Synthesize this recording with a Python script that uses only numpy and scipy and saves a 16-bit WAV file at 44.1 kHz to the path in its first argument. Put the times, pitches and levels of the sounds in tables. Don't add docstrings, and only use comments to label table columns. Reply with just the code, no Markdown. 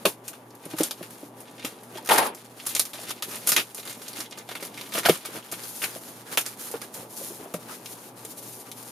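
import sys
import numpy as np
from scipy import signal
from scipy.fft import rfft, irfft, next_fast_len
from scipy.io import wavfile
from scipy.ndimage import uniform_filter1d

SR = 44100
rng = np.random.default_rng(int(sys.argv[2]) if len(sys.argv) > 2 else 0)


def makeup_ratio(level_db):
    decades = np.asarray(level_db, float) / 20
    return 10 ** decades


def materialize(psi):
    bounded = np.clip(np.atleast_2d(psi).T, -1, 1)
    quanta = np.round(bounded * 32767).astype(np.int16)
    wavfile.write(sys.argv[1], SR, quanta)


N = 392921
RISE_DB_S, FALL_DB_S = 697, 307
AFTER_DB_S, AFTER_SLOPE = 380, 0.99


def set_rms(x, db):
    return x * makeup_ratio(db) / np.sqrt(np.mean(x ** 2))


def colour(x, spectrum):
    size = next_fast_len(x.shape[-1])
    hz, db = np.transpose(spectrum)
    bin_hz = np.arange(size // 2 + 1) * SR / size
    gain = makeup_ratio(np.interp(np.log(bin_hz + 1), np.log(hz), db))
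    return irfft(rfft(x, size) * gain, size)[..., :x.shape[-1]]


def ring(x, hz, width_hz):
    return signal.lfilter(*signal.iirpeak(min(hz, .45 * SR), hz / width_hz, fs=SR), x)


def modes(push, table, detune):
    total = 0
    for k, (hz, width_hz, db) in enumerate(table):
        total = total + (-1) ** k * makeup_ratio(db) * ring(push, hz * (1 + detune[k]), width_hz)
    return total


def knock(noise, decay_s):
    i = np.arange(len(noise))
    return 2.8 * (i == 0) + 0.42 * noise * np.exp(-i / SR / decay_s)


def swing(t, hz, rise_s, t60_s):
    return (1 - np.exp(-t / rise_s)) * np.exp(-np.log(1000) * t / t60_s) * np.sin(2 * np.pi * hz * t)


def place(out, s, sound, peak_db):
    i = int(s * SR)
    sound = sound[:N - i] * makeup_ratio(peak_db) / np.max(np.abs(sound))
    out[i:i + len(sound)] += sound


def walk(rate_hz):
    k = int(SR / rate_hz)
    held = np.repeat(rng.standard_normal(N // k + 1), k)
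    return 1.5 * uniform_filter1d(uniform_filter1d(held, k), k)[:N]


def curve(table):
    s, *columns = np.transpose(table)
    return [np.interp(np.arange(N) / SR, s, column) for column in columns]


def combine(a_db, b_db):
    return 10 * np.log10(makeup_ratio(2 * a_db) + makeup_ratio(2 * b_db))


def strokes(rows, rest_db, rise_db_s, fall_db_s):
    t = np.arange(0, N / SR + .01, .001)
    s, hold_s, db = np.transpose(rows)[:, :, None]
    rising = rise_db_s * np.maximum(s - t, 0)
    falling = fall_db_s * np.maximum(t - s - hold_s, 0)
    power = np.sum(makeup_ratio(2 * (db - rising - falling)), axis=0) + makeup_ratio(2 * rest_db)
    return np.interp(np.arange(N) / SR, t, 10 * np.log10(power))


def settling(s, peak_db, rel_db):
    start, hit_db = np.asarray(s), np.asarray(peak_db)
    rows = np.transpose([start, 0 * start, AFTER_SLOPE * hit_db + rel_db])
    return strokes(rows, -99, 9000, AFTER_DB_S)


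def grit(rate_hz, spread_db, flicker_db):
    size_db = spread_db * np.minimum(rng.exponential(size=N), 5)
    slips = (rng.random(N) < rate_hz / SR) * rng.standard_normal(N) * makeup_ratio(size_db)
    return slips * makeup_ratio(flicker_db * walk(40))


def two_ports(x):
    return np.array([x, np.roll(x, 333)])


def rustle(rate_hz, spread_db, flicker_db, spectrum, db):
    return two_ports(set_rms(colour(grit(rate_hz, spread_db, flicker_db), spectrum), 0)) * makeup_ratio(db)


# (frequency [Hz], level [dB])
PORT_WIDTH = [(100, -35), (350, -23.5), (700, -5.5), (1400, -1), (3000, -2.5), (12000, -6)]


def spread(mid, side):
    side = colour(side, PORT_WIDTH)
    return np.array([mid + side, mid - side])


# (frequency [Hz], density [dB per Hz])
FAN_AIR = [(18, -58), (30, -40), (106, -5.5), (245, 6), (512, 0), (844, -5.5), (1600, -21), (3870, -59),
           (7870, -45), (10800, -42), (14800, -78), (16000, -45)]
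# (frequency [Hz], rms level [dB])
FAN_LINES = [(116.5, -63), (120, -59.5), (242, -62), (754, -67), (813, -64), (872, -62.5), (928, -70),
             (985, -65), (1163, -66)]


def fan():
    t = np.arange(N) / SR
    air = colour(rng.standard_normal((2, N)), FAN_AIR) * makeup_ratio(walk(5.05))
    lines = 0
    for hz, db in FAN_LINES:
        lines = lines + makeup_ratio(db + walk(2)) * np.sqrt(2) * np.sin(2 * np.pi * (hz * t + rng.random()))
    return set_rms(spread(*air), -52.5) + lines


def room(x, count=12):
    desk_s, desk_db = 0.0033, -2
    t60_s, tail_db = 0.092, -6
    t, step = np.arange(int(.3 * SR)) / SR, N // count + 1
    out = np.zeros((2, N + step + len(t)))
    for i in range(0, N, step):
        tail = rng.standard_normal((2, len(t))) * np.exp(-np.log(1000) * t / t60_s) * (t > desk_s)
        tail = colour(tail, [(150, -7), (800, 5), (4000, 8), (16000, -8)])
        response = spread(*tail) * makeup_ratio(tail_db) / np.sqrt(np.sum(tail[0] ** 2))
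        response[:, 0] += 1
        response[:, int(desk_s * SR)] += makeup_ratio(desk_db)
        heard = signal.oaconvolve(x[None, i:i + step], response, axes=1)
        out[:, i:i + heard.shape[1]] += heard
    return out[:, :N]


# (time [s], left minus right [dB])
HAND_PAN = [(0, 1), (3, 0.6), (4, 0), (5.3, 0.5), (5.75, 2), (6.2, 0), (6.8, -1.5), (7.2, 1.5), (7.7, 2),
            (8.91, 2)]


def pan_gain():
    pan_db = curve(HAND_PAN)[0]
    return makeup_ratio([pan_db / 2, -pan_db / 2])


# (time [s], peak [dB], wall [Hz], whole box re peak [dB])
BOX_THUMPS = [(.0522, -16.5, 564, -4.5), (.06, -16.5, 400, -2.5), (.657, -36, 287, 2),
              (.735, -25.5, 315, -7), (0.8043, -14, 319, -9), (1.009, -33, 362, 0), (1.229, -32.5, 286, -3),
              (1.645, -28.5, 266, -4), (1.955, -36, 350, -2), (2.109, -19, 870, -32),
              (2.118, -12.5, 846, -14), (2.181, -13, 927, -30), (1.98, -33, 890, -19),
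              (7.458, -35, 400, -3), (3.579, -37, 397, -7), (4.186, -34, 303, -6), (8.248, -39, 450, -3),
              (4.623, -36.5, 400.3, 0.5), (4.949, -25.5, 656, -7), (5.056, -17.5, 682, -10),
              (5.096, -14.5, 396, 3.5), (5.524, -32.5, 350, -0.5), (5.959, -34, 375, 2.5),
              (6.373, -29, 730, -12), (6.373, -24, 1350, -28), (6.741, -38, 1415, -28),
              (6.828, -40, 1660, -30), (7.71, -38, 1287, -30), (3.566, -26, 1246, -30),
              (3.579, -25, 1254, -30), (0.056, -22, 1090, -32), (6.74, -21.5, 460, -27),
              (7.213, -36, 546, -5), (7.305, -35, 360, -15), (7.543, -27, 177, -6),
              (7.541, -26.5, 609, 1.5)]
# (frequency [Hz], width [Hz], gain [dB])
BOX_MODES = [(165, 28, 5), (250, 130, 1.5), (404, 150, 5), (624, 84, 9.5), (654, 320, -5)]


def thumps():
    out, t = np.zeros(N), np.arange(6000) / SR
    for s, db, hz, box_db in BOX_THUMPS:
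        noise = rng.standard_normal(6000)
        place(out, s, swing(t, hz, 0.002, 0.073), db - 2)
        place(out, s, modes(knock(noise, 0.0053), BOX_MODES, 0.032 * noise), db + box_db + 4)
    return out


# (time [s], peak [dB], tone [Hz])
FLAP_SLAPS = [(4.978, -27, 300), (5.0595, -14, 750), (5.0868, -6.5, 700), (5.0958, -1.5, 460),
              (5.288, -29, 390), (5.373, -29, 403), (3.787, -38, 494), (2.761, -30, 554),
              (2.795, -30.5, 646), (2.947, -35, 600), (2.991, -31, 660), (3.093, -35, 361),
              (3.284, -34, 375), (3.519, -35, 549), (3.579, -28, 470), (4.011, -38, 400),
              (4.38, -35.5, 430), (4.49, -31, 754), (4.516, -33.5, 440), (6.998, -36, 230),
              (7.03, -35, 560), (7.05, -38, 560), (6.949, -44, 620), (7.247, -39, 400), (7.4, -33, 370),
              (7.412, -33, 360), (7.43, -34, 300), (7.2, -38, 540), (7.32, -34, 400), (.8035, -16.5, 496),
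              (0.82, -31, 730), (6.374, -23, 1180), (7.542, -33, 1320), (3.053, -36, 310),
              (3.166, -38, 350), (3.108, -31, 1200), (4.9815, -23.5, 520)]


def slaps():
    out, t = np.zeros(N), np.arange(3000) / SR
    for s, db, hz in FLAP_SLAPS:
        place(out, s, swing(t, hz, 0.00067, 0.018), db)
    return out


# (start [s], hold [s], level [dB])
PALM_PRESSES = [
    (1.94, 0.077, -49),
    (2.2, 0.13, -35.5),
    (5.3, 0.078, -41.5),
    (6.65, .2, -58),
    (6.96, 0.1, -48),
    (7.2, .03, -51),
    (7.4, 0.045, -47),
    (7.66, .08, -49),
]
# (frequency [Hz], density [dB per Hz])
BOX_DRONE = [(100, -6.5), (200, 1), (400, 5), (900, -0.5), (1300, -5.5), (2000, -11.5), (3500, -16.5),
             (6000, -47)]


def body(paper_db):
    pressed = strokes(PALM_PRESSES, -51.5, RISE_DB_S, FALL_DB_S)
    s, peak_db, _, _ = np.transpose(BOX_THUMPS)
    shaken = settling(s, peak_db, -14.5)
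    return rustle(5000, 1, 1, BOX_DRONE, combine(combine(pressed, shaken), paper_db - 7))


# (start [s], hold [s], level [dB])
FLAP_SCUFFS = [
    (5.83, 0.04, -40),
    (6.27, 0.048, -44.5),
    (6.82, 0.024, -53),
    (5.3, 0.041, -44),
    (7.69, 0.047, -41),
    (5.9, 0.01, -50),
    (1.9, 0.05, -53),
]
# (frequency [Hz], density [dB per Hz])
SCUFF_SPECTRUM = [(350, -30), (600, -18), (1400, -0.5), (2300, -6.5), (4500, -9.5)]


def scuffs():
    return rustle(5000, 1.5, 2, SCUFF_SPECTRUM, strokes(FLAP_SCUFFS, -99, RISE_DB_S, FALL_DB_S))


# (start [s], hold [s], film [dB], paper re film [dB])
POUCH_PEELS = [(0, 0.033, -51, 0.5), (0.253, 0.032, -48.5, -6.5), (0.29, 0.04, -64, -2.5),
               (0.556, 0.027, -64, -4), (0.63, 0.029, -48, -9), (0.707, 0.023, -46.5, -0.5),
               (0.777, 0.08, -44.5, 4.5), (0.978, 0.092, -54.5, 6.5), (1.106, .16, -51, -4),
               (1.379, 0.029, -49, -6), (1.444, .08, -61, 3), (1.569, 0.033, -55.5, 1),
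               (1.654, 0.011, -42, 5.5), (1.69, .05, -58, -10), (1.76, 0.17, -61, 0.5),
               (1.947, 0.037, -53.5, 6.5), (2.047, .03, -51, 1), (2.34, 0.075, -55.5, 5),
               (2.45, 0.098, -58, 3), (2.577, 0.098, -49.5, 1.5), (2.684, 0.088, -40, -5),
               (2.8, 0.11, -46.5, -4), (2.95, 0.15, -44.5, 1), (3.285, 0.071, -38.5, -2),
               (3.15, 0.045, -53, -3), (3.363, 0.109, -44, -1.5), (3.637, 0.082, -49.5, -2),
               (3.773, 0.026, -35.5, -10.5), (3.863, 0.042, -37.5, -0.5), (3.954, 0.18, -48.5, 0),
               (4.163, 0.039, -40.5, 2.5), (4.31, 0.015, -51.5, 2.5), (4.379, 0.016, -52, 7),
               (4.48, 0.075, -57, 6), (4.617, 0.049, -48.5, 1.5), (4.69, .05, -57, 5),
               (4.751, 0.09, -46.5, -1), (4.863, 0.063, -51, -4)]
# (start [s], hold [s], film [dB], paper re film [dB])
FLAP_SLIDES = [(4.947, 0.041, -39.5, 9.5), (5.045, 0.11, -41, 8.5), (5.102, 0.051, -44, 3),
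               (5.21, 0.1, -53, 9.5), (5.344, 0.023, -39.5, 3), (5.443, 0.089, -50, -0.5),
               (5.578, 0.091, -45.5, 2.5), (5.64, 0.19, -37.5, -13), (5.83, 0.017, -29.5, -15),
               (5.883, 0.088, -40, -5), (6.016, 0.07, -43.5, -5.5), (6.088, 0.068, -49.5, -3),
               (6.163, 0.058, -50.5, 1), (6.53, 0.055, -52, -3), (6.86, 0.08, -57, -1),
               (6.321, 0.016, -37, 0.5), (6.456, 0.061, -43, 0), (6.599, 0.089, -37.5, -7),
               (6.72, 0.048, -42.5, -4), (6.824, 0.016, -48.5, 8), (6.946, 0.08, -41, -3.5),
               (7.106, 0.033, -42, -20), (7.174, 0.12, -36.5, -15), (7.335, 0.11, -43, -7.5),
               (7.473, 0.096, -53, 0), (7.6, 0.068, -50.5, 1), (7.713, 0.044, -41, -8),
               (7.78, 0.055, -52, -3), (7.859, 0.075, -42.5, -10), (7.954, 0.14, -48.5, -6.5),
               (8.172, 0.098, -49.5, -1), (8.308, 0.015, -39.5, -17), (8.377, 0.014, -40.5, -15),
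               (8.43, 0.18, -41, -14), (8.664, 0.029, -47.5, -4), (8.772, 0.13, -46, -6.5)]


def hands():
    s, hold_s, film_db, paper_rel_db = np.transpose(POUCH_PEELS + FLAP_SLIDES)
    snap_s, peak_db, _, _, film_after_db, paper_after_db = np.transpose(releases())
    film_rows = np.transpose([s, hold_s, film_db])
    paper_rows = np.transpose([s, hold_s, film_db + paper_rel_db])
    film = strokes(film_rows, -62, RISE_DB_S, FALL_DB_S)
    paper = strokes(paper_rows, -60, RISE_DB_S, FALL_DB_S)
    film = combine(film, settling(snap_s, peak_db, film_after_db))
    paper = combine(paper, settling(snap_s, peak_db, paper_after_db))
    return film, paper


def crackle(film_db, paper_db):
    pouch_off_s, creases_from_db = 5.55, -55
    low = ring(grit(350, 1.8, 5), 2800, 2500)
    high = ring(grit(350, 1.8, 5), 9000, 8000)
    held = np.arange(N) / SR < pouch_off_s
    force = makeup_ratio(2 * np.minimum(paper_db - creases_from_db, 0))
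    paper = (set_rms(low, -6.5) + set_rms(high, -11.5)) * makeup_ratio(np.minimum(paper_db, -40))
    film = set_rms(high, -28) * makeup_ratio(np.minimum(film_db, -40))
    return held * force * (paper + film)


# (frequency [Hz], density [dB per Hz])
FILM_SPECTRUM = [(1760, -18), (3000, -13), (6810, -6.5), (7800, -8), (12100, -2.5), (15200, -1),
                 (16000, -25), (16500, -62)]
# (time [s], level [dB], hiss re level [dB])
KNIFE_CLATTER = [
    (2.086, -47, -8),
    (2.091, -23, -8),
    (2.124, -12, -8.5),
    (2.142, -15.5, -3.5),
    (2.176, -19.5, -11),
    (2.184, -12.5, -3.5),
    (2.22, -19, -19),
    (2.27, -23, -5),
    (2.35, -57, -27),
]
# (frequency [Hz], density [dB per Hz])
CLATTER_SPECTRUM = [(80, -55), (150, -25), (330, -6.5), (700, -2.5), (950, -6.5), (1300, -8.5), (5000, -21),
                    (7000, -48)]
# (frequency [Hz], width [Hz], level re clatter [dB])
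LID_KNIFE_MODES = [(450, 240, -8), (880, 240, 1), (2200, 700, -14), (4100, 500, -15), (8500, 400, -16),
                   (11050, 220, -8)]


def clatter():
    clatter_db, hiss_db = curve(KNIFE_CLATTER)
    t = np.arange(N) / SR
    clatter_db = np.where((t > KNIFE_CLATTER[0][0]) & (t < KNIFE_CLATTER[-1][0]), clatter_db, -120)
    push = grit(6000, 1.6, 1.2)
    rings = 0
    for hz, width_hz, db in LID_KNIFE_MODES:
        rings = rings + set_rms(ring(ring(push, hz, width_hz), hz, 2 * width_hz), db)
    rattle = rustle(6000, 1.6, 1.2, CLATTER_SPECTRUM, clatter_db - 3)
    hiss = rustle(12000, 1.5, 2, FILM_SPECTRUM, clatter_db + hiss_db)
    return rattle + hiss + two_ports(rings * makeup_ratio(clatter_db - 7.5))


# (frequency [Hz], density [dB per Hz])
PAPER_SPECTRUM = [(600, -30), (1200, -1.5), (2500, -5.5), (4200, -4.5), (7000, -7.5)]


def rubbing(film_db, paper_db):
    film = rustle(14000, 1.5, 1.6, FILM_SPECTRUM, film_db)
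    paper = rustle(4500, 2.6, 2, PAPER_SPECTRUM, paper_db)
    return spread(*(film + paper + clatter() + scuffs() + body(paper_db)))


# (time [s], peak [dB], brightest [Hz])
FILM_POPS = [(0.2808, -11.5, 7900), (0.5516, -28, 11000), (0.655, -21.5, 9600), (0.8340, 0, 6340),
             (2.049, -22, 9300), (2.3491, -15, 7800), (2.6685, -2.5, 11500), (2.6915, -12, 7000),
             (2.751, 1, 11000), (2.7644, -2.5, 4500), (2.7958, 4, 6180), (2.8537, -9, 9700),
             (3.357, -11.5, 8900), (3.4732, 1, 10600), (3.491, 2.5, 10700), (3.578, -3.5, 2200),
             (3.7471, -11.5, 8900), (4.082, -14.5, 6130), (5.2584, -8.5, 10600), (5.516, -12, 10000),
             (5.8207, -42, 3320), (6.411, -11, 6300), (6.611, -19, 7560), (6.7146, -14.5, 11100),
             (6.942, -19, 10400), (7.8594, -19.5, 3900), (8.251, -15, 8500), (8.716, -19.5, 4900),
             (8.828, -24, 9500)]
# (time [s], peak [dB], brightest [Hz])
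TAPE_SNAPS = [(0.809, -12.5, 5900), (.91, -12, 3200), (1.405, -23.5, 11300), (1.6487, -12.5, 4600),
              (1.8341, -29.5, 8700), (2.0742, -19.5, 5170), (2.655, -22, 10000), (2.6649, -10.5, 8100),
              (2.9407, -21, 7700), (3.0931, -18.5, 6900), (3.1081, -14, 4000), (3.2241, -9.5, 4100),
              (3.2902, -25, 7200), (3.4674, -15, 7140), (3.5195, 1.5, 6470), (3.5293, -5, 6000),
              (3.5643, 3, 2640), (3.5964, -7, 2970), (3.876, -21, 4000), (4.205, -16, 5100),
              (4.651, -19.5, 6700), (4.6706, -37, 5300), (4.812, -20, 3850), (4.9384, -15, 2500),
              (4.9856, -9, 9100), (5.054, -6, 2800), (5.174, -18, 7340), (5.524, -9, 8400),
              (6.463, -12.5, 5950)]
# (time [s], peak [dB], brightest [Hz])
BOARD_CRACKS = [(0.0547, -1.5, 2340), (.332, -29.5, 3000), (0.766, -29, 9250), (0.7858, -15, 9000),
                (1.0278, -26, 3180), (2.0903, -12.5, 2530), (2.1815, -4.5, 1900), (2.229, -17, 3500),
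                (2.262, -21, 7650), (2.9339, -20, 4460), (3.3113, -24, 3000), (3.3184, -26, 7200),
                (4.018, -27.5, 4400), (4.3755, -27.5, 3020), (4.49, -25, 1620), (4.514, -25.5, 1850),
                (4.553, -22.5, 2170), (4.6268, -21.5, 4830), (4.778, -35, 2000), (4.953, -15, 2300),
                (4.9696, -18.5, 5500), (5.0600, -2.5, 2300), (5.089, -5.5, 8250), (5.0955, -1.5, 2900),
                (5.2516, -19.5, 2300), (5.8395, -11.5, 2100), (6.3741, -4, 2500), (6.8169, -22, 4240),
                (7.54, -19, 6000)]
# (time [s], peak [dB], brightest [Hz])
FILM_TICKS = [(0.243, -40, 5060), (0.506, -35, 6000), (.6301, -38, 10700), (.7025, -27, 9000),
              (.9798, -41, 3970), (1.107, -25, 10000), (1.1784, -33, 9000), (1.2128, -33, 11900),
              (1.5535, -37, 9000), (1.6274, -31, 2910), (6.528, -35, 2500), (6.5743, -29, 9100),
              (7.6656, -41, 1400), (7.6956, -37, 1310), (8.669, -43, 1200), (1.9228, -32, 9700),
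              (1.9736, -23.5, 2920), (2.0265, -31, 4250), (2.06, -17.5, 8740), (2.1108, -6, 1900),
              (2.159, -6, 10900), (2.252, -13, 9000), (2.375, -32, 2070), (2.4221, -40, 6200),
              (2.4481, -31, 8000), (3.0513, -30, 5830), (3.7815, -27, 3190), (3.798, -20.5, 4000),
              (3.83, -26, 4000), (3.854, -19, 9360), (3.897, -20, 4500), (3.911, -22, 6470),
              (4.1328, -26, 3960), (4.161, -36, 2020), (4.18, -25, 4000), (4.259, -30, 3370),
              (4.311, -25.5, 5320), (4.355, -39, 2010), (4.3863, -22, 6020), (4.41, -39, 2500),
              (4.568, -25.5, 2500), (4.607, -25, 10000), (4.7427, -29, 6000), (4.776, -21.5, 2600),
              (4.796, -28, 2980), (4.871, -37, 2660), (4.891, -26, 9000), (4.923, -23, 2610),
              (4.9792, -12, 2300), (5.033, -24, 1850), (5.05, -16, 1280), (5.3465, -33, 1790),
              (5.363, -28, 3000), (5.4261, -33, 2980), (5.492, -42, 3210), (5.5887, -33, 4370),
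              (5.6356, -21.5, 5000), (5.8074, -36, 2000), (5.8194, -17.5, 2300), (5.8300, -20, 2000)]
# (time [s], peak [dB], brightest [Hz])
MORE_TICKS = [(2.1167, -6.5, 1850), (2.1605, -11, 2100), (2.097, -11, 2000), (2.134, -13, 4500),
              (2.188, -13, 2000), (2.227, -14, 1400), (3.5659, 1, 3800), (3.5803, -7, 4400),
              (3.583, -13, 4000), (3.5995, -9, 4500), (2.6, -25, 3000), (3.105, -15.5, 3500),
              (3.0945, -18, 5000), (3.5335, -11, 4000), (3.539, -15, 3500), (3.543, -22, 4000),
              (3.4765, -11.5, 4600), (3.5005, -14, 6200), (5.064, -13, 3400), (5.068, -20, 2600),
              (5.0995, -13, 2900), (4.9815, -17, 3800), (5.8425, -14.5, 2950), (4.6, -30, 2000),
              (.0525, -17, 2000)]
# (board ring [dB], film rustle after [dB], paper rustle after [dB])
SNAP_KINDS = [
    (-22.5, -21.5, -48),
    (-12.5, -18.5, -28),
    (-4, -15, -21),
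    (-16, -27, -24.5),
]


def releases():
    groups = (FILM_POPS, TAPE_SNAPS, BOARD_CRACKS, FILM_TICKS + MORE_TICKS)
    return [row + kind for rows, kind in zip(groups, SNAP_KINDS) for row in rows]


# (frequency [Hz], width [Hz], gain [dB])
BOARD_MODES = [(890, 1870, 3), (1335, 163, 13.5), (1485, 240, 7.5), (1945, 620, 9), (2500, 790, 0)]


def snaps():
    out, t = np.zeros(N), np.arange(1500) / SR
    for s, db, hz, board_db, _, _ in releases():
        a, b = rng.standard_normal((2, 1500))
        fade = np.exp(-t * hz / 1.8)
        after_slips = makeup_ratio(-28) * np.exp(-t / 0.005) * np.minimum(b ** 2, 4)
        burst = 3 * (t == 0) + a * (fade + after_slips)
        treble = 1.34 * (hz / 10000) ** 1.4 * ring(burst, 12600, 5000)
        place(out, s, ring(burst, hz, 0.74 * hz) + treble, db)
        place(out, s, modes(knock(b, 0.0006), BOARD_MODES, 0.067 * a), db + board_db - 4)
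    return out


def scene():
    film_db, paper_db = hands()
    sharp = room(snaps() + crackle(film_db, paper_db))
    worked = (sharp + rubbing(film_db, paper_db)) * pan_gain()
    return worked + thumps() + slaps() + fan()


def low_pass(x):
    return signal.sosfilt(signal.butter(12, 16640, fs=SR, output="sos"), x)


# (frequency [Hz], gain [dB])
MIC_RESPONSE = [(60, -17), (100, -2.5), (150, 1), (6000, -2), (11000, 1), (15000, -10), (16300, -31),
                (16700, -70)]


def record(dry):
    x = colour(dry - .6 * ring(dry, 7900, 350), MIC_RESPONSE)
    keep = np.exp(-1 / (.22 * SR))
    power = signal.lfilter([1 - keep], [1, -keep], np.mean(x ** 2, axis=0))
    x = x * (1 + power / makeup_ratio(-55.5)) ** -.23
    return low_pass(np.tanh(1.092 * x) / 1.07)


dry = scene()
out = record(dry)
materialize(out)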